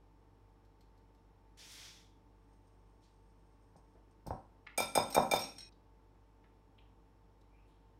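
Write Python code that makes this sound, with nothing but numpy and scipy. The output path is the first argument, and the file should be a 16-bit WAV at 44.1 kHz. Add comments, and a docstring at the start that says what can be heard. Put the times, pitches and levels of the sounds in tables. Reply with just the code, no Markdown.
"""Sugar, flour and a whisk on glass

Sugar slides from a tapped glass dish into a glass bowl of flour, its countless impacts merging into a hiss.
A wire whisk stirs almost silently, then is rapped four times on the rim: the glass rings in its natural
modes, the wires jangle and the bowl knocks on its wooden board. Strips of wet meat are then laid in.
A small reverberant kitchen with a humming appliance surrounds it all."""
import sys
import numpy as np
from scipy import signal
from scipy.fft import rfft, irfft
from scipy.io import wavfile

SR = 44100
rng = np.random.default_rng(int(sys.argv[2]) if len(sys.argv) > 2 else 0)


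def generate_wav(signal):
    """Clip the signal to [-1, 1] and save it as 16-bit WAV at the path in sys.argv[1]."""
    frames = np.transpose(np.atleast_2d(signal))
    scaled = np.clip(frames, -1, 1) * 32767
    pcm = np.round(scaled).astype(np.int16)
    wavfile.write(sys.argv[1], SR, pcm)


N = 352611
TIME = np.arange(N) / SR
AGE = TIME[:SR]   # the second that follows a blow
WIRE_SWING_S = .023   # the wire loops swing to and fro, so their contacts repeat at this period


def from_db(db):
    """Amplitude ratio of a level in decibels."""
    return 10 ** (np.asarray(db) / 20)


def rms_one(x):
    """Normalisation to unit rms."""
    return x / np.sqrt(np.mean(x ** 2) + 1e-20)


def at_hz(points, hz):
    """Interpolation of a spectrum on a logarithmic frequency axis."""
    frequencies, values = np.transpose(points)
    return np.interp(np.log(hz + 1e-9), np.log(frequencies), values)


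def noise(gain_at, size):
    """Spectral shaping: white noise weighted by frequency, at unit rms."""
    hz = np.arange(size // 2 + 1) * SR / size + 1e-9
    return rms_one(irfft(rfft(rng.standard_normal(size)) * gain_at(hz), size))


def band_noise(centre_hz, octaves, size=SR):
    """Noise in a Gaussian band on a logarithmic frequency axis."""
    return noise(lambda hz: np.exp(-.5 * (np.log2(hz / centre_hz) / octaves) ** 2), size)


def drift(rate_hz, size=N):
    """Random fluctuation: low-pass noise at unit rms."""
    return noise(lambda hz: 1 / (1 + (hz / rate_hz) ** 2), size)


def cut(x, hz, kind, order=2):
    """Butterworth filter."""
    return signal.sosfilt(signal.butter(order, hz, kind, fs=SR, output="sos"), x)


def fade(t60):
    """Exponential decay: 60 dB in t60 seconds."""
    return 1000. ** (-AGE / t60)


def swell(rise_s, t60):
    """Linear attack, then exponential decay."""
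    return np.minimum(AGE / rise_s, 1) * from_db(-60 * np.maximum(AGE - rise_s, 0) / t60)


def add(track, s, sound):
    """Superposition of a sound on the track at time s."""
    at = int(round(s * SR))
    track[at:at + len(sound)] += sound[:N - at]


def strike(modes, scatter_db, detune_hz, flutter=0):
    """Free vibration: damped modes vary with the contact point; a changing load flutters their pitch."""
    chance = rng.standard_normal((len(modes), 3))
    clock = AGE + flutter * np.cumsum(drift(rate_hz=45, size=SR)) / SR
    out = np.zeros(SR)
    for (hz, db, t60), (strength, shift, polarity) in zip(modes, chance):
        amplitude = from_db(db + scatter_db * strength) * np.sign(polarity)
        out += amplitude * fade(t60) * np.sin(2 * np.pi * (hz + detune_hz * shift) * clock)
    return out


def chatter(sound, per_s, t60, size):
    """Contact bounce: convolution with one impulse and its randomly timed, dying rebounds."""
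    rebounds = (rng.random(SR) < per_s / SR) * rng.standard_normal(SR) * size * fade(t60)
    return signal.fftconvolve(sound, rebounds + signal.unit_impulse(SR))[:SR]


# early reflections from worktop and cupboards: (delay [s], gain [ratio])
REFLECTIONS = [(.0033, 0.38), (.0046, .45), (.0058, 0.38), (0.0114, .14), (.030, .16), (.042, 0.12)]
# diffuse tail of the kitchen: (frequency [Hz], t60 [s], relative level [dB])
REVERB_BANDS = [(100, 0.57, 7), (430, 0.44, -8), (900, 0.37, -1.5), (2500, 0.4, -1), (5960, .5, -7.5),
                (10000, 0.57, -9.5), (16000, .28, -19.5)]

def kitchen(x, tail_db):
    """Reverberation: direct sound, early reflections, then a diffuse tail that decays band by band."""
    hz = np.arange(SR // 2 + 1)
    white = rfft(rng.standard_normal(SR))
    response = np.zeros(SR)
    for centre, t60, db in REVERB_BANDS:
        share = at_hz([(row[0], row[0] == centre) for row in REVERB_BANDS], hz)
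        decay = fade(t60) * np.clip((AGE - .004) / .012, 0, 1)
        response += from_db(db + tail_db) * irfft(white * share, SR) * decay / np.linalg.norm(decay)
    response[0] += 1
    for delay, gain in REFLECTIONS:
        add(response, delay, gain * cut(signal.unit_impulse(64), 3700, "low", order=1))
    return signal.fftconvolve(x, response)[:N]


# room air before its bass roll-off: (frequency [Hz], relative spectral density [dB])
AIR_SPECTRUM = [(15, -37.5), (25, -7), (55, 3), (74, -9.5), (108, -3), (127, -16), (161, -8.5),
                (249, -16.5), (285, -10), (451, -19), (734, -22), (911, -20), (1260, -28.5), (5430, -44.5),
                (16000, -54)]
# appliance hum: (frequency [Hz], rms level [dB], width [Hz])
HUM_TONES = [(49.7, -66, 0.54), (98, -72.5, 1.3), (164.6, -81.5, 30), (274, -81.5, 20), (452.4, -79, 4.7),
             (794, -85.5, 11), (890, -79, 8), (1110, -86.5, 140), (5420, -96.5, 250)]

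def background(air_db=-68.77, roll_off_hz=130):
    """Ambient noise: broadband air plus appliance tones broadened by random frequency modulation."""
    air = noise(lambda hz: from_db(at_hz(AIR_SPECTRUM, hz)) * hz / np.hypot(hz, roll_off_hz), N)
    out = from_db(air_db) * air
    for hz, db, width in HUM_TONES:
        pitch_hz = hz + width / 2 * drift(width)
        out += from_db(db) * rms_one(np.sin(2 * np.pi * np.cumsum(pitch_hz) / SR))
    return out


# resonances of the wires in flour: (frequency [Hz], half width [Hz], relative level [dB])
RUSTLE_PEAKS = [(5370, 570, -4.5), (6450, 160, -7), (8600, 270, 0), (11900, 220, -20)]
# wires catching on the bowl under the flour: (time [s], level [dB])
WIRE_CATCHES = [(2.53, -87), (2.67, -89), (3.762, -75), (3.935, -88), (4.109, -82.5)]

def stirring(start_s=2.3, end_s=4.08, ramp_s=.25, level_db=-91.5, strokes_per_s=8):
    """Frictional excitation: uneven strokes in flour keep the wires singing; some catch on the bowl."""
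    moving = np.clip(np.minimum(TIME - start_s, end_s - TIME) / ramp_s, 0, 1)
    singing = noise(lambda hz: sum(from_db(db) / np.hypot(1, (hz - centre) / width) ** 2
                                   for centre, width, db in RUSTLE_PEAKS), N)
    pressure_db = 2 * np.sin(2 * np.pi * strokes_per_s * TIME) + 2.5 * drift(rate_hz=25)
    catching = np.zeros(N)
    for s, db in WIRE_CATCHES:
        add(catching, s, from_db(db) * swell(rise_s=.003, t60=.11))
    scrape = catching * from_db(-3) * band_noise(4100, octaves=1, size=N)
    return (moving * from_db(level_db + pressure_db) + catching) * singing + scrape


def squelch(start_s=7.5, length_s=.17, start_hz=2200, rise_hz_per_s=3300, level_db=-78):
    """Amplitude modulation: noise roughens a tone that rises as the wet meat peels away."""
    age = np.clip(TIME - start_s, 0, length_s)
    pitch_hz = start_hz + rise_hz_per_s * age
    envelope = from_db(level_db) * np.sin(np.pi * age / length_s)
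    return envelope * drift(rate_hz=180) * np.sin(2 * np.pi * np.cumsum(pitch_hz) / SR)


# touches of fingers and wet meat: (time [s], level [dB], centre [Hz], width [octaves], t60 [s])
SOFT_TOUCHES = [(4.665, -46.5, 1628, 0.75, 0.0057), (5.718, -70, 4130, 0.33, .025),
                (6.436, -69.5, 1700, 0.68, .039), (6.779, -66, 2670, 0.35, 0.055),
                (7.408, -76.5, 4500, .9, .02)]
# shifting flour and meat: (time [s], level [dB], centre [Hz], width [octaves], t60 [s])
SOFT_SWISHES = [(3.01, -75.5, 4170, 0.71, .28), (3.93, -66.5, 350, 1, 0.19), (7.65, -89, 8500, 0.38, .4),
                (7.66, -85, 3300, .35, 0.82)]

def touches(touch_rise_s=.0084, swish_rise_s=.032):
    """Damped contact: soft matter gives bursts of band noise, brief for a touch, slower for a swish."""
    out = np.zeros(N)
    for events, rise_s in (SOFT_TOUCHES, touch_rise_s), (SOFT_SWISHES, swish_rise_s):
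        for s, db, hz, octaves, t60 in events:
            add(out, s, from_db(db) * band_noise(hz, octaves) * swell(rise_s, t60))
    return out


# taps that loosen the sugar: (time [s], level [dB])
LOOSENING_TAPS = [(.649, -81), (0.808, -72.5), (0.976, -79), (1.148, -80)]
# small glass dish: (frequency [Hz], relative level [dB], t60 [s])
DISH_MODES = [(4210, 1, 0.073), (4520, -6, .07), (5500, -8, 0.07), (8040, -7, 0.052), (12600, -2, .05)]

def dish_taps():
    """Impulse excitation: each tap shifts the crystals and sets the small dish ringing briefly."""
    out = np.zeros(N)
    for s, db in LOOSENING_TAPS:
        crystals = band_noise(4000, octaves=.79) * swell(rise_s=.00079, t60=.089)
        ring = strike(DISH_MODES, scatter_db=.5, detune_hz=30)
        add(out, s, from_db(db - 2) * (crystals + ring))
    return out


# envelope of the sliding sugar: (time [s], lower band level [dB], upper band level [dB])
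POUR_LEVELS = [(1.582, -64.5, -72), (1.598, -57, -67.5), (1.688, -58, -66), (1.722, -56, -61),
               (1.87, -54, -67), (2.024, -67.5, -80), (2.152, -86, -100), (2.25, -91, -100)]
# sugar hiss: (frequency [Hz], relative spectral density [dB])
SUGAR_SPECTRUM = [(500, -13.5), (1000, -12.5), (1500, -9.5), (2100, -4.5), (2800, -6), (3450, -1),
                  (4100, -5), (5400, -1.5), (6500, -5), (7500, -8), (8600, -8), (11000, -12.5),
                  (14700, -20), (15800, -22)]

def sugar(split_hz=7000, grain_db=1.5, bowl_ring_db=-73, peak_s=1.97, rise_db_per_s=26, fall_db_per_s=80):
    """Incoherent summation: crystals skidding on glass merge into a hiss; the bowl they fall into resonates."""
    times, *levels = np.transpose(POUR_LEVELS)
    body_db, top_db = (np.interp(TIME, times, db) for db in levels)
    grains = rng.standard_normal(N) * from_db(grain_db * rng.standard_normal(N))
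    hz = np.arange(N // 2 + 1) * SR / N
    hiss = rfft(grains) * from_db(at_hz(SUGAR_SPECTRUM, hz))
    low_share = 1 / (1 + (hz / split_hz) ** 12)
    body, top = (rms_one(irfft(hiss * share, N)) for share in (low_share, 1 - low_share))
    swell_db = np.minimum(rise_db_per_s * (TIME - peak_s), fall_db_per_s * (peak_s - TIME))
    bowl_ring = from_db(bowl_ring_db + swell_db) * band_noise(3400, octaves=.1, size=N)
    flowing = np.interp(TIME, [1.572, 1.574, 2.17, 2.25], [0, 1, 1, 0])
    return flowing * (from_db(body_db - .6) * body + from_db(top_db - .9) * top + bowl_ring)


# bowl and board together: (frequency [Hz], relative level [dB], t60 [s])
BOARD_MODES = [(279.4, -18, 0.029), (492, -12, 0.057), (564, -3.5, .04), (696, -4.5, 0.018),
               (774, -9, 0.068), (923, -12, 0.025), (1030, -10.5, 0.015), (1292, -2.5, 0.029),
               (1700, -18, 0.0061)]

def knock(edge_hz, detune=.016, crack_db=-13):
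    """Compliant impact: bowl and board ring together, and the yielding wood absorbs most treble."""
    board = np.zeros(SR)
    for hz, db, t60 in BOARD_MODES:
        amplitude = from_db(db + rng.standard_normal())
        pitch_hz = hz * (1 + detune * rng.standard_normal())
        board += amplitude * fade(t60) * np.cos(2 * np.pi * pitch_hz * AGE)
    hollow = cut(board, edge_hz, "low", order=10)
    crack = from_db(crack_db) * cut(board, 1500, "low", order=3)
    return cut(hollow + crack, 170, "high")


# bowl landing on the board or pressed onto it: (time [s], knock level [dB], worktop thud level [dB])
LANDINGS = [(3.757, -53.5, -56.5), (4.263, -46, -48), (4.272, -40.5, -43.5), (4.3064, -28, -38.5),
            (4.803, -25, -50), (4.9751, -16.5, -45), (5.1653, -18, -49), (5.1783, -12.5, -41.5),
            (5.3361, -17.5, -49)]

def knocks(tip_delay_s=.005, tip_db=7):
    """Rocking: each rap tips the bowl with a dull knock; then it swings back and lands harder."""
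    out = np.zeros(N)
    for s, low_db, *_ in GLASS_RAPS:
        add(out, s + tip_delay_s, from_db(low_db + tip_db) * knock(edge_hz=830))
    for s, db, _ in LANDINGS:
        add(out, s, from_db(db) * knock(edge_hz=1010))
    return out


def worktop(thud_hz=78):
    """Structure-borne sound: the worktop radiates a soft low thud under each landing."""
    out = np.zeros(N)
    envelope = fade(t60=.2) * (1 - fade(t60=.014))
    for s, _, db in LANDINGS:
        add(out, s, from_db(db) * band_noise(thud_hz, octaves=1.2) * envelope)
    return out


# dense small modes of the wire cage: (frequency [Hz], relative spectral density [dB])
CAGE_SPECTRUM = [(300, -22), (1000, -12.5), (2000, -2), (3000, -6), (4600, -1), (6000, -0.5), (7600, -8),
                 (8600, 6), (9800, -8.5), (10800, -4), (11500, -13), (12300, -3), (14500, -2), (16000, -14)]

def clash(t60):
    """Modal overlap: the many modes of the wire cage blend into decaying noise."""
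    return noise(lambda hz: from_db(at_hz(CAGE_SPECTRUM, hz)), SR) * fade(t60)


# wire loops: (frequency [Hz], relative level [dB], t60 [s])
WIRE_MODES = [(2520, -18, 0.25), (3890, -10, 0.06), (4260, -11.5, 0.11), (5310, -12, .2), (5555, -1, .19),
              (5550, -1.5, 0.13), (6500, -12.5, .13), (8600, -10, 0.11), (8400, -7.5, 0.11),
              (8840, -11.5, .15), (9100, -17, .12), (11900, -16.5, .09), (12840, -12, 0.15),
              (14300, -13.5, .08), (14720, -9, .08)]

def wire_ring(count=3):
    """Beating: loops of nearly equal length ring at slightly different frequencies."""
    loops = [strike(WIRE_MODES, scatter_db=4.5, detune_hz=28.1, flutter=.0033) for _ in range(count)]
    return sum(loops) / np.sqrt(count)


# free wires jangling: (time [s], level [dB], contacts [count], upper edge [Hz])
WIRE_JANGLES = [(5.103, -47, 2, 14400), (5.392, -44, 3, 13100), (5.583, -49.5, 2, 7500)]

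def jangles(step_db=-1, dulling=.7):
    """Rattling: loose wires collide once per swing, each contact softer and duller than the last."""
    out = np.zeros(N)
    for s, db, contacts, edge_hz in WIRE_JANGLES:
        for k in range(round(contacts)):
            wires = from_db(.5) * wire_ring() + from_db(-1) * clash(t60=.061)
            tick = cut(wires, edge_hz * dulling ** k, "low")
            buzz = chatter(tick, per_s=160, t60=.18, size=.25)
            add(out, s + k * WIRE_SWING_S, from_db(db + k * step_db) * buzz)
    return out


# glass bowl: (frequency [Hz], relative level [dB], t60 before damping by the wires [s])
BOWL_MODES = [(1343, -9, .2), (2372, -1.5, 0.15), (2300, -13, 0.16), (3653, -2, 0.32), (3560, -8.5, 0.12),
              (4600, -19.5, 0.12), (5086, 2.5, 0.17), (5340, -14.5, 0.16), (6557, 3.5, 0.039),
              (6610, -1, 0.071), (8510, 1.5, 0.05), (9290, -19.5, 0.063), (10290, -20, .12),
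              (10840, -12, 0.068), (12400, -10.5, 0.1), (13650, -14, .05), (14480, -11, .05)]
# whisk on the glass, a faint touch on the bottom through the flour and four raps on the rim: (time [s], ring at
# 2 kHz [dB], at 4.5 kHz [dB], at 9 kHz [dB], wire level [dB], t60 share left by wires resting on the glass
# [ratio], first rebound [dB])
GLASS_RAPS = [(4.266, -76, -63, -54.5, -58.5, 0.32, -26), (4.776, -31.5, -43, -29.5, -37, .85, -3.5),
              (4.951, -28.5, -34.5, -27, -37, 0.78, -8), (5.145, -35.5, -35.5, -30, -37.5, 0.8, -27),
              (5.312, -31.5, -35, -30.5, -37, 0.51, -3)]

def raps(contacts=3, treble_step_db=-3):
    """Impact excitation: the whisk hits the glass and rebounds once per swing, ringing glass and wires."""
    out = np.zeros(N)
    onset = 1 - fade(t60=.011)   # springy wires load the glass gradually
    for s, low_db, mid_db, high_db, wire_db, t60_share, rebound_db in GLASS_RAPS:
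        for k in range(contacts):
            excitation = [(2000, low_db), (4500, mid_db), (9000, high_db + k * treble_step_db)]
            modes = [(hz, db + at_hz(excitation, hz), t60 * t60_share) for hz, db, t60 in BOWL_MODES]
            glass = .8 * strike(modes, scatter_db=3, detune_hz=9, flutter=.0055)
            # a bowl is never quite round: each mode has a weaker twin that beats with it
            twins = .4 * strike(modes, scatter_db=0, detune_hz=28)
            wires = from_db(2) * clash(t60=.089) + from_db(-12) * wire_ring()
            blow = (glass + twins + from_db(wire_db) * wires) * onset
            rap = chatter(blow, per_s=510, t60=.16, size=.14)
            add(out, s + k * WIRE_SWING_S, from_db(rebound_db * k ** 1.1) * rap)
    return out


def scene(ring_stop_s=5.695):
    """Superposition: blows and handling reverberate, the rest is direct; the last ringing stops short."""
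    bowl = kitchen(raps() + jangles(), tail_db=0) + kitchen(knocks(), tail_db=-.5)
    ringing = bowl * np.clip((ring_stop_s - TIME) / .0019, 0, 1)
    handling = kitchen(dish_taps() + touches() + squelch(), tail_db=-.5)
    return (ringing + handling + worktop() + sugar() + stirring() + background())[None]


def record(dry):
    """Band limiting: a steep zero-phase low-pass at 15.8 kHz."""
    return signal.sosfiltfilt(signal.ellip(10, .05, 60, 15800, fs=SR, output="sos"), dry)


dry = scene()
out = record(dry)
generate_wav(out)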